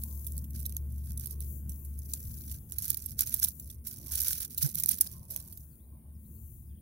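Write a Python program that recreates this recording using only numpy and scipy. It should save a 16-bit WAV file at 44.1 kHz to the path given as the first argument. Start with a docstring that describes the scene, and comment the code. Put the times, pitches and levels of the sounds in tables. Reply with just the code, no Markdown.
"""Dry leaves and grass are stirred to the right of a hand-held pair of microphones in a yard: decaying
volleys of cracks, coloured and scattered, make a crackling bed in bursts and louder single snaps.
Shaped noise makes a hiss that swells on the left, a dull whoosh and traffic rumble; narrow resonances
of noise make high insects and, with sines, the hum of distant engines. A short low burst of a few cycles,
rounded at both ends, bumps the housing once, and gliding sines with echoes make a far bird at the end."""
import sys
import numpy as np
from scipy import signal
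from scipy.fft import rfft, irfft
from scipy.io import wavfile
from scipy.ndimage import uniform_filter1d

SR = 44100
rng = np.random.default_rng(int(sys.argv[2]) if len(sys.argv) > 2 else 0)


def boost(x):
    """Linear amplitude factor 10**(x/20) for a level x in decibels (scalar or array-like)."""
    u = np.asarray(x, float) / 20
    return 10 ** u


def pcm_store(signal):
    """Save signal as 16-bit PCM."""
    levels = np.round(np.clip(np.atleast_2d(signal), -1, 1) * 32767)
    wavfile.write(sys.argv[1], SR, levels.astype(np.int16).T)


N = 300707
T = np.arange(N) / SR

# Likeness of diffuse far sound at the two microphones: (frequency [Hz], left-right correlation [0 to 1])
LIKENESS = [(60, 0.96), (250, 0.95), (640, 0.46), (1400, 0.099)]


def evened(x):
    """Normalises the mean power, so that the rms is 1."""
    return x / np.sqrt(np.mean(x ** 2) + 1e-20)


def read(points, hz):
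    """Interpolates a spectrum linearly on a logarithmic frequency axis."""
    f, value = np.transpose(points)
    return np.interp(np.log(hz + 1), np.log(f + 1), value)


def columns(rows):
    """Interpolates each column of a curve table linearly in time."""
    s, *values = np.transpose(rows)
    return [np.interp(T, s, v) for v in values]


def add(mix, s, sound):
    """Superposes a two-channel sound on the mix from time s [s]."""
    part = mix[:, round(s * SR):][:, :sound.shape[1]]
    part += sound[:, :part.shape[1]]


def swelling(rows):
    """Adds Gaussian swells in power, each 10 dB down one half width from its top."""
    power = sum(boost(db - 10 * ((T - s) / half) ** 2) ** 2 for s, half, db in rows)
    return np.sqrt(power)


def hiss(tone, same, patchy_db, size=1024):
    """Partly coherent noise with a spectral colour and drifting patches in time and frequency; left rms 1."""
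    frames, hz = N * 4 // size + 5, np.fft.rfftfreq(size, 1 / SR)
    a, b, c, d, patches = rng.standard_normal((frames, len(hz), 5)).T
    patches = uniform_filter1d(patches, size=10, axis=0)
    patches = evened(uniform_filter1d(patches, size=10, axis=1))
    like = np.clip(read(same, hz), -1, 1)[:, None]
    left = a + 1j * b
    right = like * left + np.sqrt(1 - like ** 2) * (c + 1j * d)
    spectrum = np.array([left, right])
    spectrum *= boost(read(tone, hz)[:, None] + patchy_db * patches)
    return evened(signal.istft(spectrum, nperseg=size, noverlap=size * 3 // 4)[1][:, :N])


def resonate(x, hz, width):
    """Passes sound through the same one-pole resonance twice, by frequency shift, for steep skirts."""
    turn = np.exp(2j * np.pi * hz * T)
    r = np.exp(-np.pi * width / SR)
    return (turn * signal.lfilter([1], np.convolve([1, -r], [1, -r]), x / turn)).real


def split(x, hz=7500):
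    """Divides a sound into complementary duller and brighter parts without phase shift."""
    low = signal.sosfiltfilt(signal.butter(6, hz, fs=SR, output="sos"), x)
    return low, x - low


def leaf(t60, cracks_per_s=2500, colour_db=3.0, scatter=1.0, size=4096):
    """Brittle fracture: a decaying volley of cracks, filtered and scattered on its way to each microphone."""
    # Colour of the leaves at each microphone: (frequency [Hz], relative level [dB per Hz])
    to_left = [(500, -36), (1300, -35), (3000, -25), (5000, -14), (6300, -12), (8000, -13), (8700, -17),
               (9500, -15), (12000, -12), (14500, -7), (15800, -7)]
    to_right = [(500, -33), (1300, -36), (2500, -26), (3800, -14), (5100, -11), (6300, -10), (7200, -16),
                (8200, -14), (9000, -3), (11200, -2), (11900, 3), (12600, -2), (13400, -2), (14800, -7),
                (15800, -5)]
    left_lag = 22  # samples by which the sound reaches the left microphone later
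    t, hz = np.arange(size) / SR, np.fft.rfftfreq(size, 1 / SR)

    strength = 0.32 + (rng.random(size) < cracks_per_s / SR) * rng.exponential(1, size)
    cracks = rng.standard_normal(size) * strength
    decay = boost(-60 * t / np.clip(t60, .002, .15))
    volley = cracks * decay * np.minimum(t / .0007, 1)

    own = colour_db * evened(np.interp(hz, np.linspace(0, SR / 2, 30), rng.standard_normal(30)))
    # thin leaves are brighter, stems duller
    own += rng.normal(0, colour_db / 2) * np.tanh((7000 - hz) / 2500)
    log_gain = np.log(boost(np.array([read(to_left, hz), read(to_right, hz)]) + own))
    # causal colour: the phase follows from the log gain
    cepstrum = irfft(log_gain)
    cepstrum[:, 1:size // 2] *= 2
    cepstrum[:, size // 2 + 1:] = 0

    # ground, stems and hand scatter it differently toward each microphone
    echoes = scatter * rng.standard_normal((2, size)) * (rng.random((2, size)) < .06)
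    echoes *= boost(-60 * t / .006)
    echoes[:, 0] = 1
    echoes[0] = np.roll(echoes[0], left_lag + rng.integers(-1, 2))
    return irfft(rfft(volley) * np.exp(rfft(cepstrum)) * rfft(echoes))


def breaks(per_s, spread_db, clump_db, longest_s, count=40):
    """Random point process: small breaks in clumps, convolved with leaf grains; right rms 1."""
    happens = rng.random(N) < per_s / SR
    size = boost(spread_db * np.minimum(rng.exponential(1, N), 2.6)) * happens
    size *= boost(clump_db * evened(uniform_filter1d(rng.standard_normal(N), size=350)))
    kind, out = rng.integers(0, count, N), np.zeros((2, N))
    for k in range(count):
        grain = leaf(longest_s * rng.uniform(0.24, 1), size=2048)[:, :900]
        grain = grain / np.linalg.norm(grain[1])
        out += signal.oaconvolve((size * (kind == k))[None], grain, axes=1)[:, :N]
    return out / out[1].std()


def pressure():
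    """Envelope of the crushing force in dB: each push sets in fast, swells or sags, and lets go."""
    # Each push into the leaves: (start [s], length [s], relative level [dB], change over its length [dB])
    pushes = [(0, 0.41, -54, -3.5), (0.552, 0.24, -46, -10.5), (0.896, 0.23, -66.5, 17.5),
              (1.202, 0.13, -46, -2.5), (1.418, 0.13, -43.5, -39), (1.721, 0.062, -52, -18),
              (1.857, 0.2, -70, 13.5), (2.089, 0.48, -50.5, 2), (2.699, 0.21, -55, 25),
              (2.94, 0.18, -46.5, 2), (3.196, 0.033, -27, -4), (3.265, 0.19, -35.5, -7.5),
              (3.429, 0.051, -25.5, -9.5), (3.545, 0.19, -62.5, 10.5), (3.861, 0.36, -41, -21.5),
              (4.029, 0.14, -50, 21), (4.182, 0.27, -29.5, -6), (4.506, 0.17, -42.5, -8),
              (4.618, 0.099, -25.5, -16), (4.745, 0.24, -39.5, -1.5), (4.919, .034, -28.5, -8),
              (5.009, 0.25, -40, -18.5), (5.302, 0.34, -41.5, -21.5)]
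    rise, fall = 1198.5, 555  # dB per s
    levels = []
    for s, length, db, change_db in pushes:
        held = db + change_db * np.clip((T - s) / length, 0, 1)
        before = rise * np.maximum(s - T, 0)
        after = fall * np.maximum(T - s - length, 0)
        levels.append(held - before - after)
    return np.max(levels, axis=0)


def crush():
    """Superposed fractures: a dense bed with fuller ticks; harder pressure breaks thicker, duller stems."""
    level_db = pressure()
    bed_low, bed_high = split(breaks(per_s=4000, spread_db=3, clump_db=4.2, longest_s=.004))
    bed_deep, bed_middle = split(bed_low, hz=2700)
    tick_low, tick_high = split(breaks(per_s=110, spread_db=3, clump_db=2, longest_s=.008), hz=4900)
    # under light pressure the ticks stand further out of the bed
    ticks = boost(-1 - 0.3 * (level_db + 43.5)) * (tick_high + boost(-13.5) * tick_low)
    stems = boost(0.11 * (level_db + 54.5)) * (boost(-1.5) * bed_middle + boost(6.5) * bed_deep)
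    return boost(level_db) * (bed_high + stems + ticks)


def swish():
    """Incoherent broadband noise: a smooth hiss swells and sinks, much nearer the left microphone."""
    # Swells: (top [s], half width [s], level before the left-right balance [dB])
    hiss_swells = [(.12, 0.33, -44), (.98, 0.6, -56.5), (1.52, .1, -42.5), (1.8, 0.15, -48),
                   (2.32, 0.34, -45.5), (3.56, 0.14, -48.5), (5.6, 0.25, -54), (6.44, 0.25, -51)]
    # Colour of the hiss: (frequency [Hz], relative level [dB per Hz])
    hiss_tone = [(4000, -45.5), (6300, -13.5), (7500, -9.5), (8300, -15.5), (10000, -4), (14000, 2.5),
                 (15800, 3)]
    level = np.hypot(swelling(hiss_swells), boost(-80.5))  # it never sinks to silence
    balance = boost([[2], [-12]])
    return level * balance * hiss(hiss_tone, [(0, 0), (1, 0)], patchy_db=1, size=256)


def insects():
    """Narrow-band noise: a far chorus blurs into steady bands."""
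    # Bands: (centre [Hz], width of each resonance pass [Hz], level at the left microphone [dB])
    chorus = [(9550, 700, -69), (10400, 350, -73)]
    noise = rng.standard_normal((len(chorus), 2, N))
    bands = sum(boost(db) * evened(resonate(x, hz, width)) for x, (hz, width, db) in zip(noise, chorus))
    return bands * boost([[0], [-6]])


def road():
    """Periodic and random radiation: engine lines with fuzzy skirts, a rising engine tone, broad rumble."""
    # Far road: (time [s], relative hum level [dB], relative rumble level [dB])
    road_levels = [(0, -40, -48.5), (.85, -38.5, -47.5), (2.2, -42, -47.5), (2.85, -46.5, -49.5),
                   (5.3, -53.5, -51.5), (6.82, -47.5, -53)]
    # Engine lines: (frequency [Hz], width of each resonance pass [Hz], relative level [dB],
    # relative amplitude of the steady core [1])
    engine_lines = [(71.1, 13, 0.5, 1.305), (146.3, 23, -22, 2.7), (220.2, 23, -13, 0.37),
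                    (345.5, 16, -30, 0.46)]
    # Colour of the rumble: (frequency [Hz], relative level [dB per Hz])
    rumble_tone = [(20, -48.5), (38, -17), (52, -7), (100, -3.5), (160, -9), (350, -24.5), (780, -44),
                   (1500, -48.5), (8000, -61), (9000, -49.5), (16000, -32)]
    hum_db, rumble_db = columns(road_levels)
    noise = rng.standard_normal((len(engine_lines), N))
    # the nearer engine turns cleanly; far off mostly the fuzz is left
    steady = np.clip(2 * (3.1 - T), .2, 1)
    hum = np.zeros(N)
    for x, (hz, width, db, core) in zip(noise, engine_lines):
        line = core * steady * np.sin(2 * np.pi * hz * T)
        fuzz = (1 - 0.7 * steady) * evened(resonate(x, hz, width))
        hum += boost(db) * (line + fuzz)
    # a second engine speeds up and fades out
    second = np.sin(2 * np.pi * np.cumsum(109 + 8 * T) / SR)
    hum += boost(-11) * second * np.clip((2.4 - T) / 0.98, 0, 1)
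    hum = np.array([np.roll(hum, -4), hum])  # it reaches the left microphone 4 samples earlier
    rumble = hiss(rumble_tone, LIKENESS, patchy_db=3.0, size=2048)
    return (boost(hum_db) * hum + boost(rumble_db) * rumble) * boost([[.7], [-.7]])


def whoosh():
    """Partly coherent low-mid noise, perhaps far tyres, swells and fades."""
    # Swells: (top [s], half width [s], level at the left microphone [dB])
    whoosh_swells = [(.1, .4, -77), (4.05, 0.16, -74), (5.25, 0.25, -69), (6.04, .2, -75)]
    # Colour of the whoosh: (frequency [Hz], relative level [dB per Hz])
    whoosh_tone = [(350, -24), (600, 2.5), (800, -6.5), (1080, -0.5), (1400, -35), (2000, -63.5)]
    return swelling(whoosh_swells) * hiss(whoosh_tone, LIKENESS, patchy_db=5.5)


def snaps():
    """Impulsive fracture: the loudest single breaks, each with a bright part and a weaker dull part."""
    # Snaps: (start [s], peak of the bright part at the right microphone [dB], decay by 60 dB [s])
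    single_snaps = [(0.0364, -15, 0.004), (0.266, -18.5, 0.078), (.321, -23, 0.0047), (0.367, -29, 0.0071),
                    (0.379, -16.5, 0.0036), (0.441, -30, 0.042), (0.505, -30.5, 0.014),
                    (0.6005, -24, 0.021), (0.653, -19, 0.037), (.662, -16, 0.011), (.695, -23, 0.0026),
                    (0.723, -22, 0.0076), (0.7662, -13.5, 0.008), (1.047, -34, .015), (1.174, -19.5, 0.024),
                    (1.1956, -21, 0.017), (1.243, -26, 0.02), (1.258, -19, 0.022), (1.271, -21.5, 0.0026),
                    (1.308, -23.5, 0.021), (1.4044, -22, 0.0079), (1.6926, -23.5, 0.066),
                    (1.848, -31, 0.037), (1.989, -26, 0.015), (2.1342, -11.5, 0.036), (2.5128, -19, 0.087),
                    (2.721, -14.5, 0.0092), (2.784, -10, 0.031), (2.821, -14, 0.048), (2.853, -18, .008),
                    (2.8795, -12, 0.028), (2.902, -1.5, 0.013), (2.944, -15, 0.012), (2.9697, -15.5, 0.031),
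                    (3.06, -15, 0.02), (3.19, -4.5, 0.019), (3.207, -3, .015), (3.2644, -20, 0.0068),
                    (3.3405, -6.5, 0.016), (3.392, -19, .015), (3.3978, -13, 0.0076), (3.428, -26, .006),
                    (3.43, -7, 0.018), (3.439, -5.5, 0.026), (3.446, -1.5, 0.017), (3.456, -16, 0.0088),
                    (3.4838, -15, 0.02), (3.597, -24.5, 0.027), (3.699, -24.5, 0.032),
                    (3.8674, -14.5, 0.12), (4.125, -20.5, 0.065), (4.154, -7.5, 0.037),
                    (4.2009, -6.5, 0.039), (4.217, -8.5, 0.014), (4.2728, -12.5, 0.014),
                    (4.282, -5.5, .012), (4.312, -21, 0.013), (4.341, -24, 0.011), (4.4032, -14, 0.028),
                    (4.416, -19, 0.022), (4.576, -9.5, 0.066), (4.6255, -5, 0.024), (4.716, -33, .006),
                    (4.746, -11.5, 0.02), (4.754, -12.5, 0.0081), (4.782, -7.5, 0.03),
                    (4.798, -10.5, 0.054), (4.835, -4, 0.011), (4.8595, -4.5, 0.0046),
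                    (4.885, -13.5, 0.019), (4.8896, -2.5, 0.011), (4.912, -8, 0.021), (4.983, -21, .02),
                    (5.009, -0.5, 0.026), (5.07, -20.5, 0.015), (5.3025, -18.5, 0.11), (5.362, -12, 0.0024),
                    (5.4002, -24, 0.023), (5.524, -25, 0.072), (5.573, -26, 0.021), (5.755, -43, 0.0058)]
    dull_db, dull_spread_db = -22, 2  # peak of the dull part against the bright; differs from leaf to leaf
    out = np.zeros((2, N))
    for (s, peak_db, t60), chance in zip(single_snaps, rng.standard_normal((len(single_snaps), 1))):
        low, high = split(leaf(t60))
        bright = high / abs(high[1]).max()
        dull = boost(dull_db + dull_spread_db * chance) * low / abs(low[1]).max()
        add(out, s, boost(peak_db) * (bright + dull))
    return out


def thud():
    """Rigid-body motion: a bump rocks the housing, nearly in antiphase at the two microphones, then it rattles."""
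    # A dull bump against the housing: (start [s], frequency [Hz], peak level at the right [dB], length [s])
    bump = (4.627, 140, -22, .05)
    s, hz, db, length = bump
    t, out = np.arange(round(length * SR)) / SR, np.zeros((2, N))
    phase = 2 * np.pi * hz * t + [[-.7], [-2.9]]
    rock = np.sin(phase) * [[.45], [1]] * signal.windows.tukey(len(t), .7)
    add(out, s, boost(db) * rock)
    band = signal.butter(2, [120, 420], "band", fs=SR)
    rattle = evened(signal.lfilter(*band, rng.standard_normal(3000)))
    add(out, s + .008, boost(db - 22) * rattle * np.hanning(3000) * [[-.3], [1]])
    return out


def bird():
    """Frequency-modulated tones: faint gliding whistles with a slightly wavering pitch and echoes."""
    # Notes: (start [s], length [s], start frequency [Hz], end frequency [Hz], left level before echoes [dB])
    notes = [(5.7, .05, 5100, 4000, -75), (5.79, .03, 3200, 3900, -80), (5.815, .05, 3900, 4000, -81),
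             (6.135, .04, 5900, 4500, -78), (6.24, .04, 3600, 4500, -79), (6.35, .045, 4200, 4700, -77),
             (6.66, .025, 4500, 5500, -79), (6.69, .015, 5200, 4600, -78), (6.69, .05, 3700, 2900, -79),
             (6.745, .02, 2800, 3600, -78), (6.765, .035, 2900, 3400, -76)]
    out = np.zeros((2, N))
    for s, length, from_hz, to_hz, db in notes:
        hz = np.linspace(from_hz, to_hz, round(length * SR))
        hz += 110 * evened(uniform_filter1d(rng.standard_normal(len(hz)), size=60))
        whistle = np.sin(2 * np.pi * np.cumsum(hz) / SR)[None] * np.sqrt(np.hanning(len(hz)))
        add(out, s, boost(db) * whistle * [[1], [.6]])
    t = np.arange(8000) / SR
    echoes = .11 * rng.standard_normal((2, len(t))) * (rng.random((2, len(t))) < .03)
    echoes *= boost(-60 * t / .2)
    echoes[:, 0] = 1
    return signal.oaconvolve(out, echoes / np.linalg.norm(echoes[0]), axes=1)[:, :N]


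def scene():
    """Linear superposition of all sources at the two microphones."""
    return crush() + swish() + insects() + road() + whoosh() + snaps() + thud() + bird()


def band_limit(x):
    """A steep low-pass at the top of the band."""
    return signal.sosfilt(signal.butter(12, 16960, fs=SR, output="sos"), x)


def record(dry):
    """Band limitation: a steep low-pass edge lets only a trace of the top treble through."""
    edge = signal.firwin(801, 15850, window=("kaiser", 8), fs=SR)
    inside = signal.oaconvolve(dry, edge[None], "same")
    return band_limit(inside + boost(-43.0) * (dry - inside))


dry = scene()
out = record(dry)
pcm_store(out)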